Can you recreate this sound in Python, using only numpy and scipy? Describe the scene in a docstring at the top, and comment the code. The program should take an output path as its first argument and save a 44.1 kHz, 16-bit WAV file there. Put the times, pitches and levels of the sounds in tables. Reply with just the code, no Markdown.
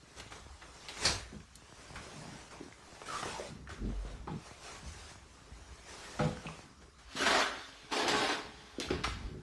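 """An empty flat with bare walls: someone walks over carpet, works a lever handle, pulls a wooden door open,
steps onto a parquet hall and pushes a second door, heard by a hand-held single microphone.
Soles and clothes are coloured noise with catches, and parquet strips resonate; the floor is low noise.
Latches are noise bursts with steel modes, knocks are wood modes, the door's boom is a gliding sine.
Fingers on the case are falling chirps; a decaying noise tail gives the echo, steady noise the air."""
import sys
import numpy as np
from scipy import signal
from scipy.fft import rfft, irfft, next_fast_len
from scipy.io import wavfile
from scipy.ndimage import uniform_filter1d, map_coordinates

SR = 44100
rng = np.random.default_rng(int(sys.argv[2]) if len(sys.argv) > 2 else 0)


def inscribe(sig):
    """Save sig as 16-bit PCM at rate SR to the path in sys.argv[1].

    A 1-D sig is mono; a 2-D sig holds one channel per row.
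    Samples are clipped to [-1, 1] before scaling.
    """
    pcm = np.round(np.clip(np.atleast_2d(sig).T, -1, 1) * 32767)
    wavfile.write(sys.argv[1], SR, pcm.astype(np.int16))


def boost(x):
    """Linear amplitude factor 10**(x/20) for a level x in decibels (scalar or array-like)."""
    u = np.asarray(x, float) / 20
    return 10 ** u


N = 415422

# Scuffs and drags. Each row: full contact in seconds, swell in seconds, hold in seconds,
# sole scrape level in dB, clothes swish level in dB, scrape resonance in Hz.
STROKE_ROWS = [(0.176, 0.15, 0.014, -55, -51.5, 1200), (0.308, .004, 0.057, -55.5, -56, 1140),
               (0.614, .004, 0.016, -56, -69, 1130), (0.887, .004, 0.0083, -52, -64, 1220),
               (1.05, 0.47, 0.0062, -56, -35.5, 500), (1.051, .004, 0.0027, -36.5, -31, 1390),
               (1.324, 0.12, 0.018, -61, -63, 446), (1.944, .004, 0.49, -56.5, -56, 826),
               (2.51, 0.04, 0.016, -52.5, -55.5, 1250), (2.635, 0.17, 0.017, -76, -59.5, 400),
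               (3.06, .004, 0.065, -54, -50, 1200), (3.129, 0.17, 0.18, -52.5, -46.5, 1010),
               (3.692, .004, 0.022, -49, -54, 1500), (3.853, .12, 0.069, -57, -67, 424),
               (4.05, .01, 0.027, -53, -75, 500), (4.274, .003, 0.025, -50.5, -75, 900),
               (4.458, 0.12, 0.012, -56, -58, 600), (4.641, 0.27, 0.11, -55.5, -51.5, 880),
               (4.876, 0.65, 0.24, -64, -54.5, 1060), (5.887, 0.27, 0.38, -57, -52.5, 970),
               (6.192, 0.0044, 0.024, -37, -60, 624), (6.454, 0.36, 0.031, -54.5, -70, 910),
               (6.815, 0.095, 0.014, -59.5, -65, 500), (6.985, .01, 0.032, -62.5, -63, 1130),
               (7.166, 0.077, .03, -45.5, -40.5, 1160), (7.212, 0.23, 0.054, -34, -38, 1320),
               (7.266, 0.078, 0.14, -29, -35.5, 1320), (7.492, .004, 0.11, -52, -57, 1540),
               (7.923, 0.066, 0.071, -34.5, -39, 920), (8.003, 0.17, 0.1, -33.5, -45, 700),
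               (8.08, .004, 0.0076, -33, -34, 855), (8.15, 0.34, 0.17, -32, -40.5, 910),
               (8.801, .004, 0.022, -43, -42, 500), (8.904, .004, 0.0053, -33.5, -52, 390),
               (9.038, .002, 0.013, -43, -41, 1240)]
# Background rustle level between strokes, rising and dipping. Each row: time in seconds,
# sole scrape level in dB, clothes swish level in dB.
RUSTLE_ROWS = [(0, -73, -68.5), (.1, -63.5, -61), (.6, -67, -62), (.86, -58.5, -55.5), (1.46, -80, -67.5),
               (1.83, -59.5, -56.5), (2.7, -64.5, -65), (3.04, -56.5, -55), (3.47, -56, -50.5),
               (3.64, -71, -77), (3.8, -63, -69), (4.12, -58, -59.5), (4.25, -65, -72), (4.44, -62.5, -57),
               (5.22, -67, -65), (5.77, -62.5, -60), (6.6, -59.5, -57), (6.7, -69, -66.5), (6.95, -91, -96),
               (7.13, -58, -52), (7.89, -58.5, -59.5), (9.27, -56.5, -62), (9.42, -70, -83)]
# Soles on carpet. 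Each row: frequency in Hz, relative density in dB per Hz.
SCRAPE_CARPET = [(88, -13), (150, -1), (236, -9.5), (286, -2), (324, 0), (601, -5), (4000, -17.5),
                 (5200, -25), (8800, -120)]
# Soles on parquet. Each row: frequency in Hz, relative density in dB per Hz.
SCRAPE_PARQUET = [(100, -34), (170, -14), (300, -2.5), (560, -6), (900, -7), (1590, -6), (4000, -12),
                  (5200, -12), (8800, -120)]
# Clothes near carpet. Each row: frequency in Hz, relative density in dB per Hz.
SWISH_CARPET = [(1060, -6), (1800, -4.5), (3150, -8), (4890, -8), (5420, -6.5), (9190, -13), (11100, -22.5),
                (12200, -26.5), (15800, -68)]
# Clothes over parquet. Each row: frequency in Hz, relative density in dB per Hz.
SWISH_PARQUET = [(1060, -23), (1800, -5), (2100, -5), (3490, -1.5), (5340, -6), (9110, -17), (11200, -21.5),
                 (12200, -27), (15800, -65)]
# Strips singing under the first drag. 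Each row: frequency in Hz, width in Hz, relative gain in dB.
FIRST_STRIPS = [(270, 21, 4.5), (398, 27, -2.5), (600, 310, -2), (686, 31, -9), (1250, 450, -5.5),
                (1550, 88, -3.5), (1880, 42, -8)]
# Strips under the next step. Each row: frequency in Hz, width in Hz, relative gain in dB.
NEXT_STRIPS = [(261, 21, -4), (303.4, 10.6, 3), (349, 8.6, -1.5), (422, 19, -0.5), (675, 20, -6.5),
               (790, 32, -8), (850, 15, -7.5), (1080, 44, -9.5), (1550, 49, -7.5)]
# A rub singing in a narrow band, with jumps to lower ones. Each row: time in seconds, pitch in Hz, level in dB.
SQUEAK_TRACK = [(3.085, 1332, -47), (3.11, 1327, -39), (3.145, 1238, -36.5), (3.2, 1151, -48.5),
                (3.3, 910, -61), (3.355, 893, -45.5), (3.385, 888, -44), (3.395, 570.4, -52),
                (3.43, 571, -46), (3.49, 561, -56)]
# Weight coming down on the floor. Each row: time in seconds, rumble level in dB, boards level in dB.
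STEP_ROWS = [(.06, -77, -79), (.23, -54, -66), (.47, -53, -70), (1.08, -41, -53.5), (1.36, -53, -58),
             (1.969, -52.5, -52), (2.2, -77, -50), (2.56, -59, -60), (3.3, -55, -59), (3.53, -54, -54),
             (3.71, -49, -64), (3.86, -44, -48.5), (4.2, -46.5, -49), (4.87, -46, -59), (5.27, -56, -56),
             (5.55, -51, -85), (5.73, -53.5, -63), (6.26, -43.5, -43.5), (6.55, -56, -72),
             (7.252, -52.5, -51), (7.84, -61, -69), (8.11, -53.5, -44), (8.93, -44.5, -41),
             (9.08, -43, -64), (9.25, -46, -49), (9.36, -56, -55)]
# Floor rumble. Each row: frequency in Hz, relative density in dB per Hz.
RUMBLE_SPECTRUM = [(15, -38), (25, -5), (38, 3), (54, 20.5), (102, 13), (130, -18), (170, -59), (290, -120)]
# Floor boards. Each row: frequency in Hz, relative density in dB per Hz.
BOARDS_SPECTRUM = [(59, -61), (100, -3), (155, 1), (221, -1), (350, -11.5), (460, -13.5), (770, -120)]
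# Sharp contacts. Each row: start in seconds, peak level in dB, centre in Hz, burst t60 in seconds,
# relative width as a share of the centre.
CLICK_ROWS = [(0.199, -34, 1330, 0.057, 1.7), (.321, -35.5, 1150, 0.073, 1.3),
              (0.62, -41, 1490, 0.11, 0.64), (0.885, -29, 2900, 0.17, 0.71), (0.969, -35, 1410, 0.05, 0.84),
              (1.054, -20, 4600, 0.25, 0.19), (1.403, -47, 1900, 0.033, 0.43),
              (1.555, -37.5, 6700, 0.031, 0.8), (1.957, -36, 1310, 0.19, 0.95),
              (2.253, -40, 795, 0.01, 0.28), (2.725, -42.5, 2020, 0.012, 0.25),
              (3.017, -34, 624, 0.02, 0.66), (3.229, -28.5, 830, 0.027, 0.71),
              (3.257, -33.5, 446, 0.031, 0.45), (3.395, -38, 690, 0.044, 0.46),
              (3.673, -40.5, 1590, 0.055, 0.28), (3.702, -39, 1410, 0.13, 0.44),
              (4.273, -38, 1170, 0.1, 0.29), (6.193, -26, 1310, 0.11, 0.38),
              (6.371, -35, 1630, 0.012, 0.23), (6.467, -34.5, 2640, 0.043, 0.12),
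              (6.486, -34, 1060, 0.02, 0.52), (7.257, -26, 1600, 0.047, 1.5),
              (8.081, -27, 4930, 0.034, 0.39), (8.8, -25.5, 4840, 0.011, 0.48),
              (8.801, -40, 1300, 0.1, 0.53), (8.886, -37, 1390, 0.038, 0.24),
              (8.905, -35, 2270, 0.069, 0.34), (9.041, -23.5, 2490, 0.067, 0.67),
              (9.042, -25.5, 1220, 0.11, 0.35), (9.044, -33, 756, 0.072, 0.16)]
# Latch and handle modes. Each row: frequency in Hz, relative level in dB, unstretched t60 in seconds.
STEEL_MODES = [(1274, 18.5, 0.025), (1780, 9, 0.033), (3060, 9, 0.049), (4260, 24.5, 0.022)]
# Dull blows on wood. Each row: start in seconds, peak level in dB, most excited pitch in Hz, t60 stretch (ratio).
KNOCK_ROWS = [(1.028, -45, 200, 2.4), (1.327, -40, 215, 1.1), (1.351, -44, 199.8, 0.54),
              (2.602, -44, 292, 0.55), (2.609, -34.5, 325, 0.47), (2.626, -43, 290, .5),
              (2.661, -44, 295, 0.36), (3.256, -33, 328, 0.38), (3.396, -33.5, 500, 0.62),
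              (3.816, -42.5, 320, 2.6), (4.273, -38.5, 400, 0.59), (4.279, -34.5, 855, 0.68),
              (4.829, -44.5, 160, 2.2), (6.196, -29, 330, 2), (6.201, -25.5, 580, 2.6),
              (6.203, -26.5, 150, 2.7), (6.459, -39.5, 200, 1.4), (7.152, -36, 250, 0.86),
              (7.204, -30.5, 335, 0.8), (8.074, -40, 364, 1.8), (8.784, -28.5, 343, 0.7),
              (8.907, -22.5, 342, 0.78), (9.288, -46, 405, 1.7), (9.345, -42.5, 383, 1.4)]
# Door leaf and board modes. Each row: frequency in Hz, relative level in dB, unstretched t60 in seconds.
WOOD_MODES = [(160, -1, 0.13), (215, -4.5, 0.15), (261.5, -6, 0.15), (300, 4.5, 0.03), (365, 0.5, 0.078),
              (500, -3.5, 0.14), (600, -4, 0.078), (828, -4, 0.081), (1085, -13, 0.18)]
# Soft low pushes. Each row: start in seconds, envelope peak in dB.
PUSH_ROWS = [(4.202, -41), (9.247, -31)]
# The leaf swings free of its frame. 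Each row: time in seconds, pitch in Hz, rms level in dB.
BOOM_TRACK = [(3.78, 48, -52), (3.82, 47.3, -41), (3.89, 46, -38), (3.93, 48.4, -43), (3.99, 47.7, -35),
              (4.07, 46.5, -45), (4.11, 48, -56), (4.145, 50.5, -41), (4.185, 46, -63), (4.3, 43.7, -80)]
# Fingers shifting on the case. Each row: start in seconds, peak level in dB, starting pitch in Hz.
POP_ROWS = [(0.263, -45.5, 700), (0.465, -45, 880), (1.621, -49.5, 1500), (1.724, -45, 1740),
            (1.904, -43.5, 1490), (1.936, -44, 1500), (2.251, -47, 1510), (2.684, -47, 1490),
            (2.713, -49, 1490), (2.924, -48, 1500), (3.09, -50, 900), (3.227, -37, 1720), (3.255, -41, 900),
            (3.924, -45, 1200), (4.05, -38, 600), (4.511, -42, 1520), (5.114, -49, 1500),
            (5.156, -48.5, 1500), (6.456, -39.5, 1300), (6.591, -42, 1490), (9.075, -32, 1480)]
# Echo decay. Each row: frequency in Hz, t60 in seconds.
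WALL_DECAY = [(100, 0.15), (500, 0.25), (2000, 0.58), (10000, 0.065)]
# Still room and microphone hiss. Each row: frequency in Hz, relative density in dB per Hz.
AIR_SPECTRUM = [(18, -52), (30, 0.5), (69, 15), (146, -35), (611, -18), (1150, -2.5), (2430, -14.5),
                (5720, -12.5), (9220, -21), (11300, -23), (12200, -48.5), (15800, -59)]

HALL_S, NEXT_STEP_S = 7.05, 7.8  # carpet to parquet; first to next strips
SWELL_DB, FADE_DB_PER_S, SAG_OCTAVES_PER_S = 88, 140.5, 0.73  # SWELL_DB also serves the steps
RUSTLE_HZ, RUSTLE_OCTAVES = 910, 0.1  # resonance between strokes and its wander
JUDDER_PER_S, JUDDER_DB, STRIPS_DB = 23, 2.5, 8  # grip and slip of the sole; boost of the strips
LOAD_S, SETTLE_DB_PER_S, REST_DB = 0.59, 66, -69  # rumble: swell, fall, level between steps
SHIFT_S, EASE_DB_PER_S, STILL_DB = 0.69, 47.5, -70.5  # boards: the same
POP_TO_HZ, POP_DROP_S, POP_T60_S = 107.4, 0.00164, 0.07
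FAINT_POPS, FAINT_DB, FAINT_SPREAD_DB, FAINT_FROM_HZ = 110, -55.5, 3.5, 480  # many soft, duller pops
AIR_DB = -62.5
TOP_HZ = 11760


def walker():
    """Soles drag over the floor and sleeves rub, as noise with catches; steps shake the floor."""
    scrape_gain, peak_hz, swish_gain = moves()
    pressure = surges(60, depth_db=0.5)
    scrape = by_floor(grit(990, spread_db=1.0, share=0.39), SCRAPE_CARPET, SCRAPE_PARQUET)
    scrape = patchy(singing(scrape), 2.1, peak_hz, peak_db=5.5, octaves=0.85)
    swish = by_floor(grit(1800, spread_db=-3.0, share=0.13), SWISH_CARPET, SWISH_PARQUET)
    swish = patchy(swish, patchy_db=3.0)
    rubbing = pressure * (scrape_gain * scrape + swish_gain * swish)
    return rubbing + squeak(), tread()


def moves():
    """Scrape gain, its resonance (led by the loudest stroke) and swish gain."""
    s, swell_s, hold_s, scrape_db, swish_db, hz = np.transpose(STROKE_ROWS)
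    shape, age = swells(s, swell_s, hold_s, FADE_DB_PER_S)
    rustle_scrape, rustle_swish = (boost(2 * c) for c in curves(RUSTLE_ROWS))
    scrape_power = summed(shape, scrape_db) + rustle_scrape
    swish_power = summed(shape, swish_db) + rustle_swish
    octave = np.log2(np.c_[hz]) - SAG_OCTAVES_PER_S * np.minimum(age, .5)
    wander = np.log2(RUSTLE_HZ) + RUSTLE_OCTAVES * slow(5.5)
    # power-weighted mean pitch; summed() squares the root
    led = summed(shape * np.sqrt(octave), scrape_db) + rustle_scrape * wander
    return np.sqrt(scrape_power), 2 ** (led / scrape_power), np.sqrt(swish_power)


def by_floor(x, carpet, parquet):
    """The floor colours the noise: carpet first, then parquet in the hall."""
    return np.where(np.arange(N) < HALL_S * SR, coloured(x, carpet), coloured(x, parquet))


def singing(x):
    """In the hall parquet strips resonate with the drag, in bursts as the sole grips and lets go."""
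    t = np.arange(N) / SR
    grip = np.sin(2 * np.pi * np.cumsum(JUDDER_PER_S * (1 + .5 * slow(10))) / SR)
    gripped = rfft(x * unit(boost(JUDDER_DB * grip)))
    first = unit(x + boost(STRIPS_DB) * irfft(gripped * strip_response(FIRST_STRIPS), N))
    second = unit(x + boost(STRIPS_DB) * irfft(gripped * strip_response(NEXT_STRIPS), N))
    return np.where(t < HALL_S, x, np.where(t < NEXT_STEP_S, first, second))


def strip_response(strips):
    """Parallel second-order resonances, one for each strip."""
    f = np.fft.rfftfreq(N, 1 / SR)
    return sum(boost(db) * 1j * f * width_hz / (hz * hz - f * f + 1j * f * width_hz)
               for hz, width_hz, db in strips)


def squeak():
    """Stick and slip locks loosely to one pitch: a tone whose size and phase wander fast."""
    hz, db = curves(SQUEAK_TRACK)
    t = np.arange(N) / SR
    wander = uniform_filter1d(rng.standard_normal((2, N)), size=260, axis=1)
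    phase = 2 * np.pi * np.cumsum(hz) / SR
    sounding = (t > SQUEAK_TRACK[0][0]) & (t < SQUEAK_TRACK[-1][0])
    return boost(db) * sounding * unit(wander[0] * np.cos(phase) + wander[1] * np.sin(phase))


def tread():
    """Each step swells the floor's rumble and, more slowly, shifts the boards."""
    s, rumble_db, boards_db = np.transpose(STEP_ROWS)
    rumble_shape, _ = swells(s, [LOAD_S], [0], SETTLE_DB_PER_S)
    boards_shape, _ = swells(s, [SHIFT_S], [0], EASE_DB_PER_S)
    rumble_power = summed(rumble_shape, rumble_db) + boost(2 * REST_DB)
    boards_power = summed(boards_shape, boards_db) + boost(2 * STILL_DB)
    rumble = coloured(rng.standard_normal(N), RUMBLE_SPECTRUM)
    boards = surges(12, depth_db=6.0) * coloured(grit(90, spread_db=4.5, share=0.29), BOARDS_SPECTRUM)
    return np.sqrt(rumble_power) * rumble + np.sqrt(boards_power) * boards


def clicks():
    """A burst of noise and a ring of latch steel, both heard round the contact's own pitch."""
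    out, t = np.zeros(N + SR), np.arange(SR // 4) / SR
    for s, db, hz, t60_s, width in CLICK_ROWS:
        burst = rng.standard_normal(len(t)) * boost(-60 * t / t60_s)
        steel = .7 * ring(STEEL_MODES, t, stretch=t60_s / .11, scatter_db=5)
        out[round(s * SR):][:len(t)] += boost(db) * band(burst + steel, hz, 1.66 * width)
    return out[:N]


def knocks():
    """Dull blows ring the modes of the wood, most strongly near each blow's pitch."""
    out, t = np.zeros(N + SR), np.arange(SR // 2) / SR
    for s, db, hz, stretch in KNOCK_ROWS:
        wood = ring(WOOD_MODES, t, stretch, scatter_db=4.0)
        out[round(s * SR):][:len(t)] += boost(db) * band(wood, hz, width=0.71)
    return out[:N]


def pushes():
    """A soft push gives one or two slow swings of air: a 58 Hz sine under a short swell."""
    out, t = np.zeros(N + SR), np.arange(SR // 2) / SR
    u = t / 0.0084  # envelope peaks at 8.4 ms
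    swing = np.sin(2 * np.pi * 58 * t) * u * np.exp(1 - u)
    for s, db in PUSH_ROWS:
        out[round(s * SR):][:len(t)] += boost(db) * swing
    return out[:N]


def boom():
    """The lowest mode of the leaf and the air of the room throbs while the door is pulled."""
    hz, db = curves(BOOM_TRACK)
    t = np.arange(N) / SR
    sounding = np.clip(np.minimum(t - BOOM_TRACK[0][0], BOOM_TRACK[-1][0] - t) / 0.026, 0, 1)
    return np.sqrt(2) * boost(db) * sounding * np.sin(2 * np.pi * np.cumsum(hz) / SR)


def pops():
    """Fingers shift on the case: short swings that start high and fall at once."""
    draw = rng.random((FAINT_POPS, 2))
    faint_s = draw[:, 0] * N / SR
    faint_db = FAINT_DB - FAINT_SPREAD_DB * np.log(draw[:, 1] + .2)
    faint = np.c_[faint_s, faint_db, np.full(len(draw), FAINT_FROM_HZ)]
    out, t = np.zeros(N + SR), np.arange(SR // 10) / SR
    for s, db, from_hz in [*POP_ROWS, *faint]:
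        hz = POP_TO_HZ + (from_hz - POP_TO_HZ) * np.exp(-t / POP_DROP_S)
        swing = np.sin(2 * np.pi * np.cumsum(hz) / SR)
        out[round(s * SR):][:len(t)] += swing * boost(db - 60 * t / POP_T60_S)
    return out[:N]


def walls(x):
    """Each frequency of the room's answer dies at its own speed."""
    hz, t, z = signal.stft(rng.standard_normal(SR // 2), SR, nperseg=256)
    decay = boost(-60 * t / along(WALL_DECAY, hz)[:, None])
    tail = signal.istft(z * decay, SR, nperseg=256)[1]
    delayed = np.pad(x, (200, 0))  # samples
    return signal.fftconvolve(delayed, tail / np.linalg.norm(tail))[:N]


def air():
    """Still room and microphone hiss: coloured noise, patchy in time and pitch."""
    return boost(AIR_DB) * patchy(coloured(rng.standard_normal(N), AIR_SPECTRUM), patchy_db=3.0)


def unit(x):
    """Scaled to rms 1."""
    return x / np.sqrt(np.mean(x ** 2) + 1e-20)


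def along(points, hz):
    """(Hz, value) points on a log axis."""
    f, v = np.transpose(points)
    return np.interp(np.log(hz + 1), np.log(f + 1), v)


def curves(rows):
    """One value per sample for each column after the time."""
    s, *cols = np.transpose(rows)
    return [np.interp(np.arange(N) / SR, s, c) for c in cols]


def coloured(x, spectrum):
    """x through a (Hz, dB) spectrum, brought to rms 1."""
    m = next_fast_len(N + 8192)
    gain = boost(along(spectrum, np.fft.rfftfreq(m, 1 / SR)))
    return unit(irfft(rfft(x, m) * gain, m)[:N])


def grit(rate_per_s, spread_db, share):
    """Noise plus random catches of unequal, bounded size; share is the catches' part of the power."""
    draw = rng.random((3, N))
    size = boost(-spread_db * np.log(draw[2] + 0.03))
    catches = (draw[0] < rate_per_s / SR) * np.sign(draw[1] - .5) * size
    return np.sqrt(share) * unit(catches) + np.sqrt(1 - share) * rng.standard_normal(N)


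def patchy(x, patchy_db, peak_hz=None, peak_db=0, octaves=1):
    """Random patches of gain over time and pitch, and an optional moving broad resonance; rms 1."""
    hz, t, z = signal.stft(x, SR, nperseg=512)
    field = uniform_filter1d(rng.standard_normal(z.shape), size=3, axis=0)
    field = uniform_filter1d(field, size=8, axis=1)
    gain = boost(patchy_db * unit(field))
    if peak_hz is not None:
        centre = np.interp(t, np.arange(N) / SR, peak_hz)
        distance = np.log2((hz[:, None] + 1) / centre) / octaves
        hump = boost(peak_db * np.exp(-distance ** 2))
        power = np.mean(abs(z) ** 2, axis=1)[:, None]
        # offset the hump's effect on level
        gain *= hump * np.sqrt(power.sum() / (power * hump ** 2).sum(axis=0))
    return unit(signal.istft(z * gain, SR, nperseg=512)[1][:N])


def ring(modes, t, stretch, scatter_db):
    """A set of dying modes, struck at random strengths; peak 1."""
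    draw = rng.standard_normal(len(modes))
    x = sum(boost(db + scatter_db * d - 60 * t / (t60_s * stretch)) * np.sin(2 * np.pi * hz * t)
            for (hz, db, t60_s), d in zip(modes, draw))
    return x / abs(x).max()


def band(x, hz, width):
    """Two like resonances in a row; peak 1."""
    f = np.fft.rfftfreq(len(x), 1 / SR)
    one = 1j * f * hz * width / (hz * hz - f * f + 1j * f * hz * width)
    x = irfft(rfft(x) * one ** 2, len(x))
    return x / abs(x).max()


def swells(s, swell_s, hold_s, fade_db_per_s):
    """One gain row per event on a millisecond grid: swell, hold, fade; also the age of each."""
    age = np.arange(0, N / SR + .01, .001) - np.c_[s]
    swell_db = SWELL_DB * np.minimum(age, 0) / np.c_[swell_s]
    fade_db = fade_db_per_s * np.maximum(age - np.c_[hold_s], 0)
    return boost(np.maximum(swell_db - fade_db, -150)), np.maximum(age, 0)


def summed(shape, db):
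    """Powers of all events added, one value per sample."""
    power = (shape ** 2 * boost(2 * np.c_[db])).sum(axis=0)
    return np.interp(np.arange(N) / SR, np.arange(len(power)) / 1000, power)


def surges(rate_per_s, depth_db):
    """Uneven pressure: a quick random gain of mean power 1."""
    return unit(boost(depth_db * slow(rate_per_s)))


def slow(rate_per_s):
    """A smooth random curve through rate_per_s knots a second."""
    knots = rng.standard_normal(int(N * rate_per_s / SR) + 4)
    return map_coordinates(knots, [np.arange(N) * rate_per_s / SR])


def scene():
    """All sources in one bare room, the same on both channels."""
    rubbing, floor = walker()
    hard = clicks()
    dull = knocks() + pushes()
    echo = walls(boost(-9) * hard + boost(-7) * dull + boost(-13) * rubbing)
    mix = rubbing + floor + hard + dull + boom() + pops() + echo + air()
    return np.tile(mix, (2, 1))


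def low_pass(x):
    """Removes everything above the highest recorded frequency."""
    return signal.sosfilt(signal.butter(12, 11900, fs=SR, output="sos"), x)


def record(dry):
    """The microphone falls away at the very top: a sixth-order low-pass."""
    top = signal.butter(6, TOP_HZ, fs=SR, output="sos")
    mix = signal.sosfilt(top, dry)
    return low_pass(mix)


dry = scene()
out = record(dry)
inscribe(out)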